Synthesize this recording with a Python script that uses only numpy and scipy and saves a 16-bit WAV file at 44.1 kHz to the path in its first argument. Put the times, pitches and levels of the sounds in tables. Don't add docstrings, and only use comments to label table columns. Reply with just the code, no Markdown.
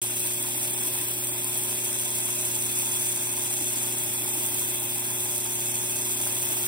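import sys
import numpy as np
from scipy import signal
from scipy.fft import rfft, irfft, dct, next_fast_len
from scipy.io import wavfile
from scipy.ndimage import uniform_filter1d

SR = 44100
rng = np.random.default_rng(int(sys.argv[2]) if len(sys.argv) > 2 else 0)


def wrap_up_sound(samples):
    columns = np.atleast_2d(samples).T
    tamed = np.clip(columns, -1, 1)
    steps = np.round(tamed * 32767).astype(np.int16)
    wavfile.write(sys.argv[1], SR, steps)


def invert_db(level):
    return 10 ** (np.asarray(level, dtype=float) / 20)


N = 294147

MAINS_HZ, SHAFT_HZ, WHEEL_HZ = 120.0, 29.72, 6.553
T = np.arange(N) / SR
SIZE = next_fast_len(N + 8192)
HZ = np.fft.rfftfreq(SIZE, 1 / SR)


def evened(x):
    return x / np.sqrt(np.mean(x ** 2) + 1e-20)


def read(points, column=1):
    p = np.array(points)
    return np.interp(np.log(HZ + 1), np.log(p[:, 0] + 1), p[:, column])


def drift(rate_hz):
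    noise = rfft(rng.standard_normal(SIZE))
    return evened(irfft(noise / (1 + (HZ / rate_hz) ** 2), SIZE)[:N])


def above(hz, width):
    return .5 + .5 * np.tanh((HZ - hz) / width)


def body(spectrum, modes, ref_db):
    rings = sum((invert_db(2 * db) - 1) / (1 + (2 * (HZ - hz) / width) ** 2) for hz, width, db in modes)
    gain = invert_db(read(spectrum) + ref_db) * np.sqrt(SR / 2 * np.maximum(1 + rings, .01))
    log_gain = np.log(gain)
    whole = signal.hilbert(np.r_[log_gain, log_gain[-2 + SIZE % 2:0:-1]])
    return np.exp(np.conj(whole[:len(HZ)]))


# time in seconds, pressure of its flank in dB, bite of its teeth in dB.
BEARING = [(0, .6, -.8), (.35, -.5, -.7), (.75, -1.2, 0), (1, -1.6, 1.2), (1.2, -3.4, -.7), (1.5, -1.2, 0),
           (1.85, 1.0, -.3), (2.4, 1.1, -.2), (3.1, 1.4, .2), (3.5, 1.6, -.6), (3.85, 1.5, .6),
           (4.15, -1.1, .2), (4.5, -.6, 1.4), (5, -1.2, .6), (5.35, .1, -.5), (5.7, 1.4, -.5),
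           (6.15, .9, 0), (6.66, .4, 2.6)]


def swelling(spectra, follows, edges):
    s, pressure_db, bite_db = np.transpose(BEARING)
    steps = [1] + [above(hz, 260) for hz in edges] + [0]
    out = 0
    for k, (per_pressure, per_bite, creep) in enumerate(follows):
        level_db = per_pressure * pressure_db + per_bite * bite_db + creep * (s - s.mean())
        band = irfft(spectra * (steps[k] - steps[k + 1]), SIZE)[:, :N]
        out = out + invert_db(np.interp(T, s, level_db)) * band
    return out


# frequency in Hz, level in dB per Hz.
RASP_COLOUR = [(5000, -14.5), (5600, -9), (6400, -4.2), (6720, -6.9), (7350, -6.3), (7780, 1.8),
               (8150, -2.6), (8550, 2.6), (8900, -2.1), (11500, -1.6), (13000, -5.2), (13850, -1.2),
               (14000, -7.9), (15700, -2.5)]
# frequency in Hz, width in Hz, height over the noise in dB.
BLADE_RINGS = [(6390, 50, 5), (7070, 25, 11.5), (9520, 120, 2), (10105, 35, 6), (12210, 80, 2),
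               (15700, 80, 2)]
# dB per dB of pressure, dB per dB of bite, creep in dB per second.
RASP_SWELL = [
    (1.25, 0, .15),
    (.63, .38, -.19),
    (0, 1.1, 0),
]


def blade(rub):
    near, scattered = rng.standard_normal((2, N)) * np.sqrt(rub)
    t = np.arange(200) / SR
    for s, db in catches():
        hz = rng.uniform(8400, 11200)
        tick = np.exp(-t / .00019) * np.cos(2 * np.pi * hz * t)
        near[round(s * SR):][:200] += invert_db(1.4 * db + 28) * tick
    same, lead_s = .985, 1 / 4680
    left = rfft(near, SIZE)
    turn = 2 * np.pi * HZ * lead_s + 0.11 + 0.17 * (1 - above(8700, 300))
    right = same * left * np.exp(1j * turn) + np.sqrt(1 - same ** 2) * rfft(scattered, SIZE)
    colour = body(RASP_COLOUR, BLADE_RINGS, ref_db=-65.5) * above(5692, 370)
    return swelling(colour * np.array([left, right]), RASP_SWELL, (7500, 11000))


# time
# in seconds, peak in dB.
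STRAY_TICKS = [(0.2535, -12.8), (0.4275, -8), (0.7376, -12.8), (1.1782, -13.2), (1.2723, -12.9),
               (1.4448, -10.1), (1.576, -6), (1.5871, -10), (1.7197, -11.2), (1.9298, -10.4),
               (2.7537, -12.2), (3.3718, -11.6), (4.2903, -9.5), (4.6215, -11.6), (5.7554, -9),
               (5.9067, -10.8), (6.3295, -9.7), (6.4222, -11.2), (6.6307, -10.4),
               (0.0288, -15.5), (0.3456, -14.4), (0.3657, -13.5), (0.4869, -14.1), (0.9804, -12.4),
               (1.2377, -15.5), (1.3291, -14.3), (1.3904, -14.8), (1.4735, -13.7), (1.5461, -12.7),
               (1.7457, -12.8), (1.8462, -12.3), (2.1068, -13.0), (2.1226, -13.5), (2.5644, -11.9),
               (2.6037, -12.6), (2.7293, -13.1), (3.3866, -11.6), (3.4698, -13.6), (3.645, -12.8),
               (3.7032, -13.0), (3.764, -13.1), (3.8319, -11.3), (4.3446, -12.7), (4.4626, -12.5),
               (4.6803, -13.3), (5.0535, -11.7), (5.145, -14.1), (5.2201, -14.0), (5.2893, -14.8),
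               (5.3538, -14.2), (5.8376, -13.5), (5.9642, -14.1), (6.0134, -13.8), (6.0199, -13.7),
               (6.0878, -14.0), (6.4273, -12.4), (6.4555, -12.8)]
# place as a share of a turn, first second, last second, peak in dB.
WHEEL_BURRS = [(.078, 1.6, 3.5, -15), (.078, 5.0, 6.6, -15), (.095, 1.8, 3.5, -14), (.115, 3.8, 5.3, -13),
               (.193, 1.8, 3.6, -13.5), (.248, 1.9, 3.5, -14), (.328, 1.2, 2.8, -15), (.4, 2.4, 4.2, -14),
               (.4, 5.2, 6.1, -14.5), (.445, 3.7, 6.6, -14.5), (.468, .8, 2.1, -13), (.468, 3.9, 5.2, -14),
               (.638, .1, 6.6, -16), (.665, .1, 6.0, -16), (.805, 1.9, 3.4, -12)]


def catches():
    turns = np.arange(int(N / SR * WHEEL_HZ))
    jolts = []
    for share, first, last, db in WHEEL_BURRS:
        for s in (turns + share) / WHEEL_HZ:
            if first < s < last:
                jolts.append((s, db + 1.3 * rng.standard_normal()))
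    return STRAY_TICKS + jolts


WHEEL_WOBBLE = [(1, 0.043, 0.21), (2, 0.099, 0.41), (3, 0.14, 0.32), (4, 0.033, 0.9), (5, 0.044, 0.36),
                (6, 0.084, 0.74)]
# rate in Hz, depth as a share of power, first peak as a share of a cycle.
QUICK_THROBS = [(29.74, .12, .04), (85.19, .09, .46), (98.3, .09, .94), (120, .17, .56), (144.1, .06, .28),
                (170.33, .08, .37), (196.52, .07, .89), (203.05, .06, .11)]


def turning():
    slow = sum(d * np.cos(2 * np.pi * (order * WHEEL_HZ * T - at)) for order, d, at in WHEEL_WOBBLE)
    quick = sum(d * np.cos(2 * np.pi * (hz * T - at)) for hz, d, at in QUICK_THROBS)
    return np.maximum(1 + slow, .1) * np.maximum(1 + quick, .1)


def grit(per_s, spread_db, fade_s, share):
    sizes = invert_db(spread_db * np.minimum(rng.exponential(1, N), 4)) * (rng.random(N) < per_s / SR)
    bursts = signal.lfilter([1], [1, -np.exp(-1 / (fade_s * SR))], sizes)
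    return 1 - share + share * bursts / bursts.mean()


# frequency in Hz, level in dB per Hz.
FRAME_COLOUR = [(40, -10), (60, -15.5), (100, -12), (200, -10), (320, -8.5), (480, -8), (700, -11),
                (1200, -13), (1800, -13.5), (2400, -9), (2700, -6.5), (3600, -7), (4000, -13.5),
                (5100, -13)]
# frequency in Hz, width in Hz, height
# over the noise in dB.
FRAME_RINGS = [(96, 12, 7), (390, 20, 5), (475, 150, -9), (570, 25, 7), (685, 60, -12), (600, 14, 9),
               (628, 15, 7), (830, 110, 6), (912, 20, 8), (1012, 12, 11), (1130, 90, -3), (1640, 40, 4),
               (2026, 25, 4), (2270, 40, 3), (2586, 18, 11), (3366, 14, 11), (3497, 25, 12),
               (2800, 120, 1.5), (3130, 150, 1.5), (4160, 120, 3), (4510, 70, 5.5), (4840, 45, 5),
               (5320, 120, 6), (5540, 220, 4)]
# dB per dB of pressure, dB per dB of bite, creep in dB per second.
FRAME_SWELL = [
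    (.08, 0.57, 0.15),
    (0.511, 0.87, -0.25),
    (.42, .3, -.2),
]
# frequency in Hz, likeness in step,
# likeness a quarter cycle apart, left minus right in dB.
PORT_LIKENESS = [(40, .88, 0, -.3), (150, .98, -.1, -.8), (430, .84, -.4, -1.2), (650, .9, -.1, .3),
                 (860, .76, -.45, .8), (1030, .65, -.65, 1.2), (1200, -.2, -.4, 4.5), (1340, -.1, .45, 3),
                 (1620, .05, -.25, 0), (1860, 0, .65, -.2), (2100, .55, .2, -.6), (2250, .2, .2, -.9),
                 (2400, .55, -.05, -.9), (2780, -.65, -.1, -.7), (2980, -.9, 0, -.6),
                 (3340, 0.0, -.35, 1.0), (3520, -0.85, 0.1, 1.8), (3900, 0.8, -0.08, -0.4),
                 (4050, .65, 0, -.6), (4200, -0.45, -0.05, -0.9), (4480, 0.4, -0.15, -0.1),
                 (4700, -.1, -0.2, -0.3), (5050, .25, .1, .8), (5210, 0.85, 0, 1.5),
                 (5500, -0.62, 0.3, 2.0)]


def frame(rub):
    knock = 1 + 1.2 * (.5 + .5 * np.cos(2 * np.pi * (SHAFT_HZ * T - .3))) ** 4
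    low = rng.standard_normal((2, N)) * np.sqrt(knock * grit(90, 6, .004, .25))
    high = rng.standard_normal((2, N)) * rub ** 0.26 * knock ** 0.22
    rumble = rng.standard_normal((2, N))
    shaking = rfft(rumble, SIZE) * (1 - above(566, 89))
    shaking = shaking + rfft(low, SIZE) * (above(603, 112) - above(2000, 340))
    a, b = shaking + rfft(high, SIZE) * above(1380, 360)
    same = read(PORT_LIKENESS, column=1) + 1j * read(PORT_LIKENESS, column=2)
    same = same / np.maximum(abs(same) / .985, 1)
    tilt = invert_db(read(PORT_LIKENESS, column=3) / 2)
    other = same * a + np.sqrt(1 - abs(same) ** 2) * b
    pair = np.array([a * tilt, other / tilt])
    colour = body(FRAME_COLOUR, FRAME_RINGS, ref_db=-68.0)
    colour = colour * (1 - above(9700, 120)) * above(41.6, 10)
    return swelling(colour * pair, FRAME_SWELL, (1500, 3700))


# time in seconds, peak in dB.
WELD_STRIKES = [(0, -43), (.9, -43), (1.03, -35), (1.2, -45), (1.6, -43), (2.3, -57), (2.75, -47),
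                (3.4, -51), (3.65, -37), (3.95, -43.5), (4.4, -38), (4.7, -41), (4.85, -45), (5.6, -54),
                (6.2, -48), (6.55, -38)]


def thump(hz=305, length_s=0.042, spread_db=1.9):
    turns = np.arange(int(N / SR * WHEEL_HZ))
    times = (turns + .7) / WHEEL_HZ
    peak_db = np.interp(times, *np.transpose(WELD_STRIKES))
    hits = np.zeros(N)
    hits[(times * SR).astype(int)] = invert_db(peak_db + spread_db * rng.standard_normal(len(turns)))
    t = np.arange(-2000, 2001) / SR
    boom = np.cos(2 * np.pi * hz * t) * np.cos(np.pi * np.clip(t / length_s, -.5, .5)) ** 2
    return signal.oaconvolve(hits, boom, "same") * invert_db(np.array([[-.5], [.5]]))


# mains order, shaft order, wheel order, level in dB rms, left minus right in dB.
HUM_LINES = [(1, 0, 0, -46.7, 0), (2, 0, 0, -52.8, -1.8), (3, 0, 0, -44.8, -1.2), (5, 0, 0, -62, 0),
             (1, -2, 0, -71, 0), (1, 1, 0, -63, -1), (1, 2, 0, -65, -1), (2, -1, 0, -64, -1),
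             (2, 1, 0, -56, -2.5), (3, -1, 0, -65, -1), (3, 1, 0, -59, -1), (3, 2, 0, -66, -1),
             (4, 1, 0, -70, 0), (4, 2, 0, -67, 0), (4, 3, 0, -64, 0), (5, 1, 0, -63, 0), (0, 21, 0, -62, 0),
             (0, 22, 0, -69, 0), (0, 23, 0, -71, 0), (0, 0, 48, -61.5, -1)]


def motor():
    out = np.zeros((2, N))
    for mains, shaft, wheel, db, pan_db in HUM_LINES:
        hz = mains * MAINS_HZ + shaft * SHAFT_HZ + wheel * WHEEL_HZ
        lead = 0.19 + 2 * np.pi * hz * 0.000069
        waver = 0.063 + 0.025 * max(-48 - db, 0)
        angle = 2 * np.pi * (hz * T + rng.random()) + waver * drift(2.5)
        size = np.sqrt(2) * invert_db(db) * (1 + waver * drift(2.5))
        pan = invert_db(np.array([[pan_db], [-pan_db]]) / 2)
        out += size * pan * np.sin(angle + np.array([[lead], [0]]))
    return out


def scene():
    rub = turning() * grit(300, 2.2, 0.00081, 0.21) * invert_db(drift(5.4))
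    rub = rub / rub.mean()
    return blade(rub) + frame(rub) + thump() + motor()


GRID, HOP = 964, 1024


def shaper(lines, order, strength):
    lags = np.array([lines[:len(lines) - k] @ lines[k:] for k in range(order + 1)])
    lags[0] += 1e-9
    k = np.arange(order)
    taps = np.linalg.solve(lags[abs(k[:, None] - k)], lags[1:])
    return np.r_[1, -strength ** np.arange(1, order + 1) * taps]


# frequency in Hz, step in dB.
ROUNDING_STEPS = [(350, -25), (1030, -20.5), (1720, -12), (2500, -1), (3100, -1), (3550, 1.5), (3800, -2.7),
                  (4500, -1.4), (5200, -.6), (6000, .3), (8000, -1), (10000, -2), (12700, -3),
                  (15500, -2.7)]


def starved(x, fickle_db, rounding, shaped_shares):
    window = np.sin(np.pi * (np.arange(2 * HOP) + .5) / (2 * HOP))
    frames = N // HOP + 3
    pair = np.array([x[0] + x[1], x[0] - x[1]]) / 2
    pair = np.pad(pair, ((0, 0), (2 * HOP - GRID, 3 * HOP)), "reflect")
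    at = np.arange(frames)[:, None] * HOP + np.arange(2 * HOP)
    a, b, c, d = np.split(pair[:, at] * window, 4, axis=2)
    lines = dct(np.concatenate([-c[..., ::-1] - d, a - b[..., ::-1]], axis=2), type=4) / 2
    wobble = rng.standard_normal((frames, 1))
    wobble = wobble + .6 * rng.standard_normal((frames, 64)).repeat(16, axis=1)
    notch_db = 1.5
    step_db = np.interp(np.arange(HOP) * SR / (2 * HOP), *np.transpose(ROUNDING_STEPS))
    step = invert_db(step_db + notch_db * np.round(fickle_db * wobble / notch_db))
    kept = ~dropped(lines, 1.2) & (np.arange(HOP) < 734)
    mood = uniform_filter1d(rng.standard_normal(frames), size=3)
    reach = slice(40, 733)
    shaped = []
    for c, share in enumerate(shaped_shares):
        for f in np.flatnonzero(mood < np.quantile(mood, share)):
            shaped.append((c, f, shaper(lines[c, f, reach], order=5, strength=.68)))
    for c, f, taps in shaped:
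        lines[c, f, reach] = signal.lfilter(taps, [1], lines[c, f, reach])
    whole = np.floor((abs(lines) / step) ** .75 + rounding)
    lines = kept * np.sign(lines) * step * whole ** (4 / 3)
    for c, f, taps in shaped:
        lines[c, f, reach] = signal.lfilter([1], taps, lines[c, f, reach])
    a, b = np.split(dct(lines, type=4) / HOP, 2, axis=2)
    halves = np.concatenate([b, -b[..., ::-1], -a[..., ::-1], -a], axis=2) * window
    halves = halves.reshape(2, frames, 2, HOP)
    mid, side = (halves[:, 1:, 0] + halves[:, :-1, 1]).reshape(2, -1)[:, HOP - GRID:][:, :N]
    return np.array([mid + side, mid - side])


# frequency in Hz, margin in dB.
MASKING_MARGIN = [(2600, 30), (2760, 9.5), (2950, 7), (3250, 11), (3500, 9), (3800, 13), (5500, 14.5),
                  (6100, 12.5), (6420, 8.5), (6680, 11.5), (7050, 11.3), (7260, 6), (7480, 4.5), (7650, 9),
                  (8830, 11), (9000, 6), (9500, 6), (9680, 9.5), (11050, 6), (11280, 9), (11500, 10),
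                  (11800, 11), (11950, 11), (12140, 8.5), (12300, 11), (13100, 9.5), (13450, 10.5),
                  (13700, 12.5), (14300, 6), (14550, 7), (15000, 8)]
# time in seconds, near 3 kHz in dB, near 6 kHz in dB, near 7 kHz in dB.
SPARE_MARGIN = [(0, -2, -1, -2.5), (.5, -1.5, -1, -3.5), (.7, 3, -3.5, -4), (1.2, 3, -4, -3.5),
                (1.4, 3, 0, -4.5), (1.65, 0, -3, -4), (1.9, -2, 1, -.5), (2.5, -3.5, 4, 0),
                (3.2, -4.5, 3.5, 1), (3.6, 3, 2, 3), (3.95, 3, -3.5, 3.5), (4.3, 2.5, -2.5, 3),
                (4.7, 2.5, 2.5, 2.5), (4.95, -2, 3.5, 1.5), (5.3, -2, 1, -1), (5.6, -5, 2, 2),
                (5.95, -2, 3.5, -1), (6.2, 0, -3, -3), (6.7, 0, -3, -3)]
# time in seconds, share of frames.
HUM_LOSSES = [(0, .2), (2, .15), (2.25, .65), (3.3, .55), (3.55, .15), (4, .45), (4.6, .15), (5.2, .65),
              (5.8, .5), (6.1, .2), (6.7, .25)]


def dropped(lines, fickle_db):
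    power = (lines ** 2).reshape(2, -1, 128, 8).mean(3)
    power = uniform_filter1d(power, size=5, axis=1) + 1e-12
    power = uniform_filter1d(power, size=5, axis=2)
    hz = (np.arange(128) + .5) * SR / 256
    s = np.arange(power.shape[1]) * HOP / SR
    zones = [(hz > low) & (hz < high) for low, high in ((2700, 3200), (5400, 6700), (6700, 7600))]
    at, *spares = np.transpose(SPARE_MARGIN)
    margin_db = np.interp(hz, *np.transpose(MASKING_MARGIN))
    for db, zone in zip(spares, zones):
        margin_db = margin_db + np.interp(s, at, db)[:, None] * zone
    chance = rng.standard_normal((2, len(s), 64)).repeat(2, axis=2)
    chance = chance + 2.8 * (zones[1] | zones[2]) * rng.standard_normal((len(s), 1))
    margin_db = margin_db + fickle_db * chance
    lost = (power < power[::-1] * invert_db(-2 * margin_db)).repeat(8, axis=2)
    hum_share = np.interp(s, *np.transpose(HUM_LOSSES))
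    lost[0, :, 20:24] = (rng.random(len(s)) < hum_share)[:, None]
    return lost


def roll_off(x):
    return signal.sosfilt(signal.butter(12, 16260, fs=SR, output="sos"), x)


def record(dry):
    start_s = 0.0161
    fade = np.clip((T - start_s) / 0.0012, 0, 1)
    coarse = starved(dry * fade, fickle_db=1.1, rounding=.365, shaped_shares=(.65, .45))
    return roll_off(coarse * (T > start_s - .0003))


dry = scene()
out = record(dry)
wrap_up_sound(out)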